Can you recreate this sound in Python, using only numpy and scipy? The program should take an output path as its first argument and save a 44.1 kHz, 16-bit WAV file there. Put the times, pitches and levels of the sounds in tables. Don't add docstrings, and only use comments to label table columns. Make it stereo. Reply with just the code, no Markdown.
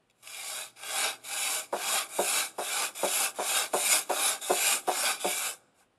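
import sys
import numpy as np
from scipy import signal
from scipy.fft import rfft, irfft, next_fast_len
from scipy.io import wavfile
from scipy.ndimage import uniform_filter1d, map_coordinates

SR = 44100
rng = np.random.default_rng(int(sys.argv[2]) if len(sys.argv) > 2 else 0)


def materialize(psi):
    bounded = np.clip(np.atleast_2d(psi).T, -1, 1)
    quanta = np.round(bounded * 32767).astype(np.int16)
    wavfile.write(sys.argv[1], SR, quanta)


N = 263936

# f/Hz, level/dB
AIR_SPECTRUM = [(15, -49), (25, -10.5), (135, 3), (637, -1.5), (1760, -10), (2850, -11), (6040, -23.5),
                (9770, -20.5), (13500, -37), (15000, -32.5)]
# t/s, level/dB
HUM_LEVEL = [(0, -84), (1.45, -73), (1.65, -76.5), (5.98, -88)]
# f/Hz, t60/s
ROOM_T60 = [(150, 0.83), (400, 1), (1200, 1), (3000, 0.99), (12000, 0.26)]
# f/Hz, level/dB
ROOM_RETURN = [(120, 6), (300, 11), (700, -6), (1500, -11), (2500, -21), (12000, -5.5)]
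# t/s, relative level/dB, heaviness/dB
LANDINGS = [(1.726, -14, -1.5), (2.185, -15.5, 4), (2.582, -17.5, -1.5), (3.03, -14, 4), (3.386, -15, -1),
            (3.733, -13, 2), (4.095, -12.5, -2.5), (4.496, -12, 2), (4.876, -11.5, -2.5),
            (5.243, -17.5, 4.5)]
# f/Hz, relative level/dB, t60/s
BENCH_MODES = [(167, -22, 0.16), (193, -7.5, 0.14), (288, -25, 0.3), (337, -23.5, 0.17),
               (365.5, -0.5, 0.16), (414.7, -4.5, 0.21), (478, 4.5, 0.064), (578, -2.5, 0.21),
               (634, -9, 0.16), (693, -15, 0.59), (738, -1, 0.26), (830, -13, 0.2), (883, -8, 0.2),
               (944, -4, 0.14), (1036, -7, 0.15), (1227, -13.5, 0.12), (1432, -12, 0.11)]
# f/Hz, level/dB
PUSH_SPECTRUM = [(50, -56), (110, -35.5), (150, -27), (200, -5.5), (380, -3), (650, 9.5), (950, -1.5),
                 (1400, -6), (2000, -17), (4000, -57), (9000, -79.5)]
# delay/s, relative gain/1
NEAR_ECHOES = [(0.001, 0.41), (.0045, 0.51), (.0118, 0.94), (0.0188, 0.88), (.025, .5), (.033, .4),
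               (.04, 0.54)]
# f/Hz, tilt/(dB per dB of heaviness)
HEAVINESS_TILT = [(350, 0.48), (650, -0.03), (1000, -.5)]
# t_start/s, speeding up/s, braking/s, first bite/dB, fastest/dB, swell arch/1 (1 = straight),
#   brightness/dB, brightness change over stroke/dB, plate drone re rasp/dB; levels relative
STROKE_TABLE = [(0.227, 0.35, 0.15, -53, -37, 2.26, -2, -3, -7.5),
                (.76, .27, 0.15, -57.5, -29.5, 2.06, -2, 0, -3),
                (1.238, .31, 0.13, -46.5, -30.5, 3.7, 1, -2.5, -8),
                (1.725, 0.23, 0.13, -45.5, -28, 1.65, -2.5, 0, -4),
                (2.087, .29, 0.14, -49, -27, 1.96, 2, -2, -6.5),
                (2.58, 0.25, 0.1, -43.5, -30.5, 2.1, 0.5, -2, -4),
                (2.949, .29, 0.09, -44, -28, 2.46, 2.5, 2, -7),
                (3.345, .225, 0.14, -50.5, -27, 1.96, -1, 0, -4),
                (3.733, 0.19, 0.13, -36, -22, 0.81, .5, -0.5, -8.5),
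                (4.092, 0.19, .123, -39.5, -27.5, 1.86, -3, -10, -4.5),
                (4.413, 0.3, 0.11, -41, -24.5, 1.43, 2, 1, -8),
                (4.871, 0.19, 0.14, -38.5, -27, 1.14, -2, -8.5, -4.5),
                (5.195, 0.26, 0.12, -44, -31.5, 4.9, 3, 3.5, -7.5),
                (5.74, 0.061, 0.075, -79, -64.5, 1.03, 0, -2, 0.5)]
# share of stroke/1, plate drone/dB
HAND_PRESSURE = [(0, -0.5), (.25, -0.5), (.45, -2.5), (.65, 0), (.9, 1)]
# f/Hz, width/Hz, relative level/dB
PLATE_MODES = [(425, 31, -13), (625, 55, -4), (791.5, 26.4, 3), (896, 20, -2.5), (1039, 44, -6),
               (1156, 83, 0.5), (1334, 175, -3.5), (1517, 72, 0.5), (1636, 83, -3.5)]
# f/Hz, level/dB
PLATE_BROAD = [(60, -48), (130, -28), (240, -19.5), (500, -13), (1200, -11), (1600, -3.5), (1850, -19),
               (2300, -14.5), (3500, -54)]
# t_start/s, t_end/s (nominal), f/Hz, width/Hz, level/dB
SING_EVENTS = [(2.959, 3.026, 3500, 400, -50), (4.221, 4.308, 10580, 700, -31.5),
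               (4.42, 4.47, 3610, 380, -41.5), (5.201, 5.255, 3580, 380, -46)]
# t/s, relative level/dB
EXTRA_TICKS = [(.099, -46), (.109, -45), (.1845, -57), (0.2738, -24), (.346, -22), (0.834, -21.5),
               (1.251, -25.5), (2.972, -29), (3.9434, -16.5)]
# f/Hz, level/dB
RASP_SPECTRUM = [(1120, -49), (1900, -17.5), (2210, -2), (2330, 0), (3130, -8), (3830, 1), (4220, -9.5),
                 (4780, -4), (6000, -8.5), (7150, -1.5), (7670, -2.5), (11100, -1.5), (14400, -22),
                 (14900, -59), (15500, -61.5)]
# f/Hz, width/Hz, relative level/dB
BLADE_MODES = [(2280, 203, -1.5), (2447, 41, 3), (2595, 82, 1.5), (2978, 130, -3), (3356, 42, 3),
               (3520, 66, -4), (3770, 89, -1), (4700, 120, -6.5), (5100, 190, -9), (5546, 49, -3),
               (6200, 52, -11.5), (7140, 67, 2.5), (9080, 98, -3), (11050, 490, -19)]
# f/Hz, level/dB
SIDE_COLOUR = [(100, 7), (600, 4.5), (1200, -15.5), (2400, -50), (3300, -35), (4500, -12.5), (7000, -8.5),
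               (12000, -3)]
# f/Hz, left minus right/dB
STEREO_LEAN = [(100, -2), (300, -1.5), (600, -4), (1200, -0.5), (2800, -1.3), (5500, -0.1), (9000, -2),
               (13000, -1)]

HUM_HZ = 120
HEAVY_RING = 0.91
DETUNE, MODE_SCATTER_DB = .008, 2
BITE_S = .005
BRAKE_DB, BRAKE_CURVE = 29.5, 2.08
SLIDE_DB, SLIDE_DB_PER_S = -11.5, 219
CATCH_DB = 13
TICK_T60_S = 0.011
WANDER_DB, WANDER_RATE_HZ = 2.1, 11
RING_GROWS = 0.15
GRIP_DRIFT, GRIP_RATE_HZ = .012, 4
TOP_HZ = 15200


def amp(db):
    return 10 ** (np.asarray(db) / 20)


def unit(x):
    return x / np.sqrt(np.mean(x ** 2) + 1e-20)


def along(points, hz):
    f, v = np.transpose(points)
    return np.interp(np.log(hz + 1), np.log(f + 1), v)


def curves(rows):
    s, *cols = np.transpose(np.squeeze(rows))
    return [np.interp(np.arange(N) / SR, s, c) for c in cols]


def wobble(rate_hz):
    knots = rng.standard_normal(int(N * rate_hz / SR) + 4)
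    return map_coordinates(knots, [np.arange(N) * rate_hz / SR])


def filtered(x, response):
    m = next_fast_len(N + SR // 4)
    return irfft(rfft(x, m) * response(np.fft.rfftfreq(m, 1 / SR)), m)[..., :N]


def coloured(x, spectrum):
    return filtered(x, lambda hz: amp(along(spectrum, hz)))


def resonate(x, modes):
    def response(f):
        total = 0
        for k, (centre, width, db) in enumerate(modes):
            damping = 1j * f * width
            total = total + (-1) ** k * amp(db) * damping / (centre * centre - f * f + damping)
        return total
    return filtered(x, response)


def pulse(spectrum, size=4096):
    cepstrum = irfft(np.log(amp(along(spectrum, np.fft.rfftfreq(size, 1 / SR)))))
    cepstrum[1:size // 2] *= 2
    cepstrum[size // 2 + 1:] = 0
    shape = irfft(np.exp(rfft(cepstrum)))
    return shape / np.abs(shape).max()


def add(track, s, sound):
    start = max(round(s * SR), 0)
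    track[start:start + len(sound)] += sound[:len(track) - start]


def shifting(x, depth_db, size=2048):
    z = signal.stft(x, nperseg=size)[2]
    field = rng.standard_normal(z.shape)
    for axis in (0, 1):
        field = uniform_filter1d(field, size=4, axis=axis)
    return unit(signal.istft(z * amp(depth_db * unit(field)), nperseg=size)[1][:N])


def room_tone():
    air_mid, air_side = unit(coloured(rng.standard_normal((2, N)), AIR_SPECTRUM))
    hum_db, = curves(HUM_LEVEL)
    hum = unit(np.sin(2 * np.pi * HUM_HZ * np.arange(N) / SR)) * amp(hum_db + wobble(4.3))
    return amp(-71.5) * (air_mid + np.array([[.8], [-.8]]) * air_side) + hum


def workshop(x):
    hz, t, z = signal.stft(rng.standard_normal(SR), SR, nperseg=256)
    decay = amp(-60 * t / along(ROOM_T60, hz)[:, None])
    tail = signal.istft(z * decay, SR, nperseg=256)[1]
    delayed = np.pad(x, (400, 0))
    answer = signal.fftconvolve(delayed, tail / np.linalg.norm(tail))[:N]
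    return coloured(answer, ROOM_RETURN)


def thumps():
    out, t = np.zeros(N), np.arange(SR // 2) / SR
    for s, db, heavy_db in LANDINGS:
        def tilt_db(hz):
            return heavy_db * along(HEAVINESS_TILT, hz)

        ring_db = HEAVY_RING * heavy_db - 13
        push = pulse([(hz, level + tilt_db(hz)) for hz, level in PUSH_SPECTRUM])
        for delay, gain in NEAR_ECHOES:
            add(out, s + delay, amp(db - 5 + 0.47 * rng.standard_normal()) * gain * push)
        for hz, level, t60 in BENCH_MODES:
            build = 1 - np.exp(-(t * hz / 3.25) ** 2)
            mode_hz = hz * (1 + DETUNE * rng.standard_normal())
            tone = np.sin(2 * np.pi * (mode_hz * t + rng.random()))
            mode = build * amp(-60 * t / t60) * tone
            mode_db = db + ring_db + level + tilt_db(hz) + MODE_SCATTER_DB * rng.standard_normal()
            add(out, s, amp(mode_db) * mode)
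    return out


def strokes():
    t = np.linspace(0, N / SR, 4000)
    columns = np.transpose(STROKE_TABLE)[:, :, None]
    start, rise, brake, bite_db, peak_db, arch, bright_db, drift_db, drone_db = columns
    age = t - start
    slide_db = SLIDE_DB * np.clip(1 - age / BITE_S, 0, 1) + SLIDE_DB_PER_S * np.minimum(age, 0)
    swell_db = (bite_db - peak_db) * np.clip(1 - age / rise, 0, 1) ** np.abs(arch)
    braking_db = BRAKE_DB * np.clip((age - rise) / brake, 0, None) ** BRAKE_CURVE
    power = amp(peak_db + slide_db + swell_db - braking_db) ** 2 + 1e-14
    travel = np.clip(age / (rise + brake), 0, 1)
    pressure_db = np.interp(travel, *np.transpose(HAND_PRESSURE))

    def blend(db):
        return np.average(db, axis=0, weights=power)

    level_db = 10 * np.log10(power.sum(axis=0))
    bright_db = blend(bright_db + drift_db * (travel - .5))
    return curves(np.transpose([t, level_db, bright_db, blend(drone_db + pressure_db)]))


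def grit(rate_hz, spread_db, judder_db):
    sizes = rng.standard_normal(N) * amp(spread_db * rng.standard_normal(N))
    struck = rng.random(N) < rate_hz / SR
    return unit(sizes * struck * amp(judder_db * wobble(170)))


def drone():
    level_db, _, drone_db = strokes()
    scratches = grit(rate_hz=6000, spread_db=3.0, judder_db=-0.4)
    ring_colour = [(200, 2.5), (500, 4), (1600, -1.0), (1900, -9.5), (4000, -34)]
    ring = coloured(resonate(scratches, PLATE_MODES), ring_colour)
    broad = coloured(rng.standard_normal(N), PLATE_BROAD)
    return amp(level_db + drone_db - 1.54) * shifting(ring + broad, depth_db=2.5)


def sings():
    out, t = np.zeros(N), np.arange(SR // 4) / SR
    for start, end, hz, width, db in SING_EVENTS:
        hold_s = max(end - start, .03)
        swell = np.interp(t, [0, .03, hold_s, hold_s + 0.025], [0, 1, 1, 0])
        band = 1 / (1 + (2 * (np.fft.rfftfreq(len(t), 1 / SR) - hz) / width) ** 4)
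        tone = unit(irfft(rfft(rng.standard_normal(len(t))) * band, len(t)))
        add(out, start - .015, amp(db) * swell * tone)
    return out


def ticks():
    cracks, t = np.zeros(N), np.arange(SR // 20) / SR
    openings = [(s, bite_db + CATCH_DB) for s, _, _, bite_db, *_ in STROKE_TABLE]
    for s, db in openings + EXTRA_TICKS:
        add(cracks, s, amp(db - 60 * t / TICK_T60_S) * rng.standard_normal(len(t)))
    return amp(-9.5) * coloured(cracks, RASP_SPECTRUM) + resonate(cracks, BLADE_MODES)


def retuned(x):
    position = np.arange(N) + np.cumsum(GRIP_DRIFT * wobble(GRIP_RATE_HZ))
    return map_coordinates(x, [position], mode="mirror")


def rasp():
    level_db, bright_db, _ = strokes()
    bright_db = bright_db + WANDER_DB * wobble(WANDER_RATE_HZ)
    scratches = grit(rate_hz=16000, spread_db=2, judder_db=0.0)
    ring = unit(retuned(resonate(grit(rate_hz=9000, spread_db=3.0, judder_db=2.0), BLADE_MODES)))
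    ring_db = -5.5 + RING_GROWS * np.clip(level_db + 24, -10, 10)
    steel = unit(coloured(scratches, RASP_SPECTRUM)) + amp(ring_db) * ring
    steel = shifting(steel, depth_db=3.5)
    treble = coloured(steel, [(4500, -34.5), (6500, -2.0)])
    tilted = amp(bright_db / 2) * treble + amp(-bright_db / 2) * (steel - treble)
    return amp(level_db + 0.41 * wobble(45) - 0.5) * tilted


def steel_sound():
    return rasp() + ticks() + sings()


def scene():
    scrape, knock = steel_sound() + drone(), thumps()
    into_room = amp(-15.5) * scrape + amp(-28.5) * knock
    mid = scrape + knock + workshop(into_room)
    side = coloured(steel_sound(), SIDE_COLOUR) + amp(2.0) * workshop(into_room)
    halves = np.array([[.5], [-.5]])
    pair = np.array([mid + side, mid - side])
    return filtered(pair, lambda hz: amp(halves * along(STEREO_LEAN, hz))) + room_tone()


def record(dry):
    return filtered(dry, lambda hz: 1 / (1 + (hz / TOP_HZ) ** 120))


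dry = scene()
out = record(dry)
materialize(out)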